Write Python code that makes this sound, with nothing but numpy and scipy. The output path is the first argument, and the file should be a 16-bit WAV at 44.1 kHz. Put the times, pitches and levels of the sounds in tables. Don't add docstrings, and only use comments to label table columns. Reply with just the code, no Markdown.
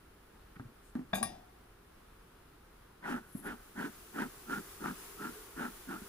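import sys
import numpy as np
from scipy import signal
from scipy.fft import rfft, irfft, next_fast_len
from scipy.io import wavfile
from scipy.ndimage import map_coordinates

SR = 44100
rng = np.random.default_rng(int(sys.argv[2]) if len(sys.argv) > 2 else 0)


def to_wav(sig):
    pcm = np.clip(np.atleast_2d(sig), -1, 1) * 32767
    pcm = np.round(pcm).astype(np.int16)
    wavfile.write(sys.argv[1], SR, pcm.T)


N = 268524


def amp(db):
    return 10 ** (np.asarray(db) / 20)


def unit(x):
    return x / np.sqrt(np.mean(x ** 2) + 1e-20)


def along(points, hz):
    f, *cols = np.transpose(points)
    return np.array([np.interp(np.log(hz + 1), np.log(f + 1), c) for c in cols])


def wobble(rate):
    knots = rng.standard_normal(int(N * rate / SR) + 4)
    return map_coordinates(knots, [np.arange(N) * rate / SR])


def filtered(x, response):
    n = x.shape[-1]
    m = next_fast_len(n + 4096)
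    return irfft(rfft(x, m) * response(np.fft.rfftfreq(m, 1 / SR)), m)[..., :n]


def noise(spectrum, field, size=N):
    hz = np.fft.rfftfreq(size, 1 / SR)
    alike, pan_db, lead = along(field, hz)
    turn = np.arccos(np.clip(alike, 0, 1)) / 2
    sources = rfft(rng.standard_normal((2, size)))
    shared, differing = sources * [np.cos(turn), np.sin(turn)] * amp(along(spectrum, hz))
    left = amp(pan_db / 2) * np.exp(.5j * lead)
    return unit(irfft(np.array([(shared + differing) * left, (shared - differing) / left]), size))


def stroke(t, length):
    return np.abs(np.sin(np.pi * np.clip(t / length, 0, 1)))


def add(track, s, sound):
    part = track[:, round(s * SR):][:, :sound.shape[1]]
    part += sound[:, :part.shape[1]]


# frequency in Hz, likeness of the two sides 0-1, left-right in dB, left lead in radians.
NEAR_FIELD = [(99, 1, -2.5, -0.06), (380, 0.92, 0, 1), (570, 0.47, 2.5, 2), (820, 0.7, 12, 2),
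              (1410, 0.94, -1, 0.82), (1900, 0.88, -7.5, 1.7), (2170, 0.92, -3.5, 2), (3630, 0.54, 4, 1.5),
              (14700, 0, 0.5, 1.5)]


def ring(t, hz, t60, pan_db, phase):
    side = np.array([[.5], [-.5]])
    lead = along(NEAR_FIELD, hz)[2]
    swing = np.sin(2 * np.pi * hz * t + phase + side * lead)
    return amp(side * pan_db) * swing * np.exp(-np.log(1000) * t / t60)


# start in seconds, strength in dB, place from hook 0 to blade 1, highest Hz the contact excites.
TOOL_CONTACTS = [(1.1327, 7.5, 0, 4070), (1.1447, 0.5, 0.21, 19000), (1.152, 0.5, 0.18, 19000),
                 (1.162, -4, 0, 15000), (1.171, -3.5, 0.3, 14000), (1.2115, 3.5, 0, 855),
                 (1.2275, 2, 0.96, 18000)]
# frequency in Hz, t60 in seconds, dB struck at the hook, dB struck at the blade, left-right in dB.
STEEL_MODES = [(630, .09, -42, -53, 8), (733, 1.02, -56, -50.5, 10), (770, .3, -53, -52, 10),
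               (1141, .11, -46, -34, 3), (1620, .09, -39, -42, 0), (1863, .28, -57, -48, 7),
               (2374, .19, -53, -46, 2), (2404, .19, -46, -48, 3), (2729, .3, -57, -54, 1),
               (3478, .29, -51, -51, 6), (3547, .14, -45, -59, 6), (3753, .29, -53, -51, 6),
               (4090, .1, -62, -51, 2), (4662, .27, -58, -55, 2), (4973, .31, -56, -50, 6),
               (5714, .36, -78, -53, 8), (6380, .18, -52, -56, 1), (6691, .25, -50, -60, 4),
               (8000, .13, -52, -57, 0), (8788, .15, -63, -42, 14), (9530, .14, -51, -60, 6),
               (9997, .09, -44, -52, 14), (10346, .14, -62, -35, 17), (11360, .09, -46, -48, 6),
               (11843, .13, -45, -63, 3), (13222, .12, -42, -53, 3), (14360, .13, -48, -64, -2),
               (14720, .14, -68, -52, 2)]
# frequency in Hz, relative level in dB.
CRACK_SPECTRUM = [(700, -2), (2000, -4), (4000, -12), (7500, -16), (10500, -8), (12500, -14), (15000, -15)]
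# frequency in Hz, relative level in dB.
LID_SPECTRUM = [(90, -3.5), (220, 4.5), (480, -8.5), (720, 6), (980, -8), (1350, -26), (1650, -14),
                (2200, -15), (4600, -20), (7300, -26), (10300, -24), (13000, -31)]


def hive_tool():
    out, t = np.zeros((2, N)), np.arange(SR) / SR
    knots = np.linspace(0, 1, num=250)
    for s, db, place, top_hz in TOOL_CONTACTS:
        out = out * np.interp(np.arange(N) / SR, [s, s + .004], [1, amp(-2.5)])
        soft = lambda hz: 1 / np.sqrt(1 + (hz / top_hz) ** 10)
        steel = 0
        for hz, t60, hook_db, blade_db, pan_db in STEEL_MODES:
            jitter = np.interp(t, knots, rng.standard_normal(len(knots)))
            skid = (.7 - 0.52 * place) * np.exp(-t / 0.33) * jitter
            level_db = hook_db + place * (blade_db - hook_db)
            phase = rng.uniform(0, 2 * np.pi) + skid
            steel = steel + amp(level_db) * soft(hz) * ring(t, hz, t60, pan_db, phase)
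        crack = amp(-36.5) * noise(CRACK_SPECTRUM, NEAR_FIELD, len(t)) * np.exp(-t / 0.0021)
        rattle = amp(-44.5) * noise(LID_SPECTRUM, NEAR_FIELD, len(t)) * np.exp(-t / 0.081)
        chatter = amp(3 * wobble(350)[:len(t)] * np.exp(-t / .06))
        onset = 1 - np.exp(-t / .0012)
        add(out, s, amp(db) * (steel + filtered(crack + rattle, soft)) * chatter * onset)
    return out


# start in seconds, level in dB, pitch in Hz, t60 in seconds,
# click in dB relative to the level before a common 12.5 dB cut.
WOOD_KNOCKS = [(0.565, -39, 172, 0.042, -17), (0.5968, -34, 121, 0.075, 2), (.603, -36, 274, 0.063, -24),
               (0.653, -37, 120, 0.073, -16), (0.9536, -22, 243, 0.077, -10.5),
               (0.9916, -27, 251.5, 0.088, -12), (1.131, -32.5, 196.8, 0.28, 2.5),
               (1.212, -30, 228, 0.1, -16), (3.35, -26, 204, 0.058, -41), (6.018, -34.5, 222, 0.04, -27)]
# frequency in Hz, relative level in dB.
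CLICK_SPECTRUM = [(500, -5), (1200, 1), (1750, 3), (2400, -20), (3800, -19), (7000, -41)]
# frequency in Hz, relative level in dB.
BOX_SPECTRUM = [(60, -13.5), (130, -2.5), (280, 3.5), (500, -15), (1500, -23.5), (4000, -43)]


def knocks():
    out, t = np.zeros((2, N)), np.arange(SR // 2) / SR
    for s, db, hz, t60, click_db in WOOD_KNOCKS:
        boom = ring(t, hz, t60, 0, 0) + amp(-13) * ring(t, 1.33 * hz, 0.56 * t60, 1, 0)
        shudder = amp(-19) * noise(BOX_SPECTRUM, NEAR_FIELD, len(t)) * np.exp(-t / .042)
        click_decay = np.exp(-t / 0.0023) + amp(-11.5) * np.exp(-t / 0.02)
        click = noise(CLICK_SPECTRUM, NEAR_FIELD, len(t)) * click_decay
        body = (boom + shudder) * (1 - np.exp(-t / 0.0029))
        add(out, s, amp(db) * (body + amp(click_db - 12.5) * click))
    return out


# start in seconds, length in seconds, strength in dB, spout resonance in Hz,
# its height in dB, seconds until the inlet valve shuts.
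PUFFS = [(3.014, 0.2, -41, 1540, 3, 0.025), (3.417, 0.15, -42.5, 1410, 4.5, 0.042),
         (3.746, .16, -40.5, 1480, 6, 0.046), (4.126, 0.16, -40, 1480, 5, 0.053),
         (4.463, .15, -39, 1440, 15, 0.029), (4.792, 0.15, -40, 1220, 16, .049),
         (5.167, 0.16, -44, 1366, 14.5, 0.052), (5.549, 0.16, -40.5, 1340, 7.5, 0.042),
         (5.866, 0.13, -42.5, 1440, 15, 0.037)]
# frequency in Hz, relative density in dB per Hz.
JET_SPECTRUM = [(300, -55), (500, -6.5), (690, -10.5), (920, -1.5), (1120, -14), (1400, -1.5), (1800, -6),
                (2200, -21), (3200, -22), (6000, -65)]
# frequency in Hz, relative density in dB per Hz.
BELLOWS_SPECTRUM = [(60, -27), (120, -23.5), (180, -5), (250, -1.5), (340, -8), (430, -9.5), (560, -43),
                    (1000, -38)]
# frequency in Hz, relative density in dB per Hz.
FIZZ_SPECTRUM = [(1200, -19), (2300, 13.5), (4200, 1), (10000, -1.5)]
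RUMBLE_DB, RUMBLE_LONGER = -1.5, 1.073
FULL_STROKE_S = 0.16
SURGE_DB, SURGE_S = -7, 0.021


def smoker():
    jets, rumbles, t = np.zeros((2, N)), np.zeros((2, N)), np.arange(SR // 3) / SR
    for s, length, db, spout_hz, spout_db, valve_s in PUFFS:
        shut = np.maximum(t - valve_s, 0)
        surge = amp(SURGE_DB) * (1 - np.exp(-shut / 0.0027)) * np.exp(-shut / SURGE_S)
        speed = np.minimum(stroke(t, length) * max(length / FULL_STROKE_S, 1), 1)
        flow = speed ** 1.32 * np.where(shut > 0, 1, amp(-1))
        spout = lambda hz: amp(spout_db / (1 + ((hz - spout_hz) / 125) ** 2))
        air = unit(filtered(noise(JET_SPECTRUM, NEAR_FIELD, len(t)), spout))
        drift = np.cumsum(1 + .035 * wobble(35)[:len(t)])
        wandering = np.array([map_coordinates(side, [drift]) for side in air])
        jet = amp(-1.25) * wandering * (flow + surge)
        fizz = amp(-14) * noise(FIZZ_SPECTRUM, NEAR_FIELD, len(t)) * stroke(t - .005, length) ** 3
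        bag = noise(BELLOWS_SPECTRUM, NEAR_FIELD, len(t))
        chop = unit(amp(2.5 * bag[0]))
        add(jets, s, amp(db) * chop * (jet + fizz))
        rumble = bag * stroke(t, RUMBLE_LONGER * length) ** 1.09
        add(rumbles, s, amp(db + RUMBLE_DB) * rumble)
    flutter = unit(amp(1.2 * wobble(170)))
    return flutter * (jets + amp(1.26 * wobble(60)) * rumbles)


def refill():
    out, t = np.zeros((2, N)), np.arange(SR // 3) / SR
    draw = stroke(t, t[-1]) * np.exp(-t / 0.05)
    # frequency in Hz, relative density in dB per Hz
    inlet = [(100, 0), (550, -2.0), (1000, -11.0), (1500, 4), (2300, -18), (9000, -47)]
    for s, length, *_ in PUFFS:
        air = noise(inlet, NEAR_FIELD, len(t))
        add(out, s + length - .03, amp(-47.5) * draw * air)
    return out


# start in seconds, level in dB.
LEATHER_FLAPS = [(3.142, -24.5), (3.842, -28), (4.187, -29), (4.253, -33.5), (4.862, -27.5), (5.268, -31),
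                 (5.607, -30)]
FLAP_HZ, FLAP_T60_S = 247, 0.062


def flaps():
    out, t = np.zeros((2, N)), np.arange(SR // 4) / SR
    for s, db in LEATHER_FLAPS:
        add(out, s, amp(db) * ring(t, FLAP_HZ, FLAP_T60_S, 0, 0) * (1 - np.exp(-t / .004)))
    return out


# time of the hardest slip in seconds, strain in dB.
HINGE_CREAKS = [(3.385, -47.5), (3.472, -50)]
CREAK_RISE_DB_PER_S, CREAK_FALL_DB_PER_S = 194, 520
SLIP_HZ = 221


def creak():
    now = np.arange(N) / SR
    strain = 0
    for s, db in HINGE_CREAKS:
        below_db = np.maximum(CREAK_RISE_DB_PER_S * (s - now), CREAK_FALL_DB_PER_S * (now - s))
        strain = strain + amp(db - below_db)
    slip_count = np.floor(np.cumsum(SLIP_HZ * (1 + 0.015 * wobble(40))) / SR)
    slips = np.diff(slip_count, prepend=0)
    t = np.arange(SR // 200) / SR
    ticks = signal.fftconvolve(slips * amp(1.7 * wobble(200)), np.exp(-t / 0.0024))[:N]
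    squeak = noise([(6000, -28), (9000, -12), (11400, -2), (14000, -18)], [(10000, 0.58, 1, 0)])
    return strain * ticks * squeak


# start in seconds, length in seconds, level in dB, centre in Hz.
HIVE_SCUFFS = [(0.555, 0.018, -54.5, 1560), (0.813, 0.12, -68.5, 9100)]


def scuffs():
    out, t = np.zeros((2, N)), np.arange(SR // 4) / SR
    for s, length, db, hz in HIVE_SCUFFS:
        spectrum = [(hz / 4, -22), (hz, 0), (hz * 2, -18), (hz * 4, -45)]
        friction = noise(spectrum, NEAR_FIELD, len(t))
        add(out, s, amp(db) * stroke(t, length) * friction)
    return out


PASS_S, PASS_WIDTH_S = 5.29, 0.14
PASS_DB = -59.5
WING_HZ, WING_RISE_HZ_PER_S = 210, 75


def passing_bee():
    t = np.arange(N) / SR - PASS_S
    nearness = np.exp(-.5 * (t / PASS_WIDTH_S) ** 2)
    beat_hz = (WING_HZ + WING_RISE_HZ_PER_S * t) * (1 + .06 * wobble(150))
    phase = 2 * np.pi * np.cumsum(beat_hz) / SR
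    wings = unit(np.sin(2 * phase) + 0.15 * np.sin(phase))
    return amp(PASS_DB + 3 * wobble(30)) * nearness * wings


STARTLE_S, ROUSE_S = 0.0065, 0.38


def unrest():
    stir = np.zeros(N)
    for s, _, db, *_ in PUFFS:
        age = np.maximum(np.arange(N) / SR - s - STARTLE_S, 0) / ROUSE_S
        stir += amp(db) * age * np.exp(-age)
    return stir / stir.max()


# frequency in Hz, relative density in dB per Hz.
HISS_SPECTRUM = [(300, -50), (700, 2), (1200, 6), (4000, 0.5), (7000, 3.5), (11000, 4), (15000, 7)]
# frequency in Hz, relative density in dB per Hz.
BUZZ_SPECTRUM = [(200, -15), (400, 3), (560, -11), (1300, -8), (2500, -28.5)]
# frequency in Hz, likeness of the two sides 0-1, left-right in dB, left lead in radians.
WIDE_FIELD = [(96, 1, -0.32, 0), (296, 0.9, -0.96, 0.01), (603, 0, 1, 0.017), (795, 0.092, 0.94, 0),
              (1360, 0.68, 0.22, 0.034), (2080, 0, -0.46, 0)]
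HISS_DB, HISS_GROWS = -49, 1.47
CALM_BUZZ_DB, BUZZ_DB = -69, -62


def bees():
    roused = unrest()
    sway_db = .7 * wobble(14)
    hiss = amp(HISS_DB + sway_db) * roused ** HISS_GROWS * noise(HISS_SPECTRUM, WIDE_FIELD)
    buzz_level = amp(CALM_BUZZ_DB) + amp(BUZZ_DB) * roused ** 2
    buzz = buzz_level * amp(0.88 * wobble(17)) * noise(BUZZ_SPECTRUM, WIDE_FIELD)
    return hiss + buzz


# frequency in Hz, relative density in dB per Hz.
GARDEN_SPECTRUM = [(15, -8), (34, 3.5), (110, -7), (360, -11), (600, -17), (1350, -15), (2200, -21.5),
                   (7000, -30.5), (15000, -26.5)]


def garden():
    sway_db = .6 * wobble(6)
    return amp(-60.0 + sway_db) * noise(GARDEN_SPECTRUM, WIDE_FIELD)


# frequency in Hz, left gain in dB, right gain in dB.
PORT_GAINS = [(3500, 1, 1), (8450, -0.5, -3.5), (10640, 6, -3.5), (13100, -4.5, -4), (17300, -12, 6)]


def scene():
    puffing = smoker() + flaps() + refill() + creak()
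    airy = puffing + bees() + passing_bee() + garden()
    airy = filtered(airy, lambda hz: amp(along(PORT_GAINS, hz)))
    return airy + scuffs() + knocks() + hive_tool()


TOP_HZ = 15560


def record(dry):
    return filtered(dry, lambda hz: hz < TOP_HZ)


dry = scene()
out = record(dry)
to_wav(out)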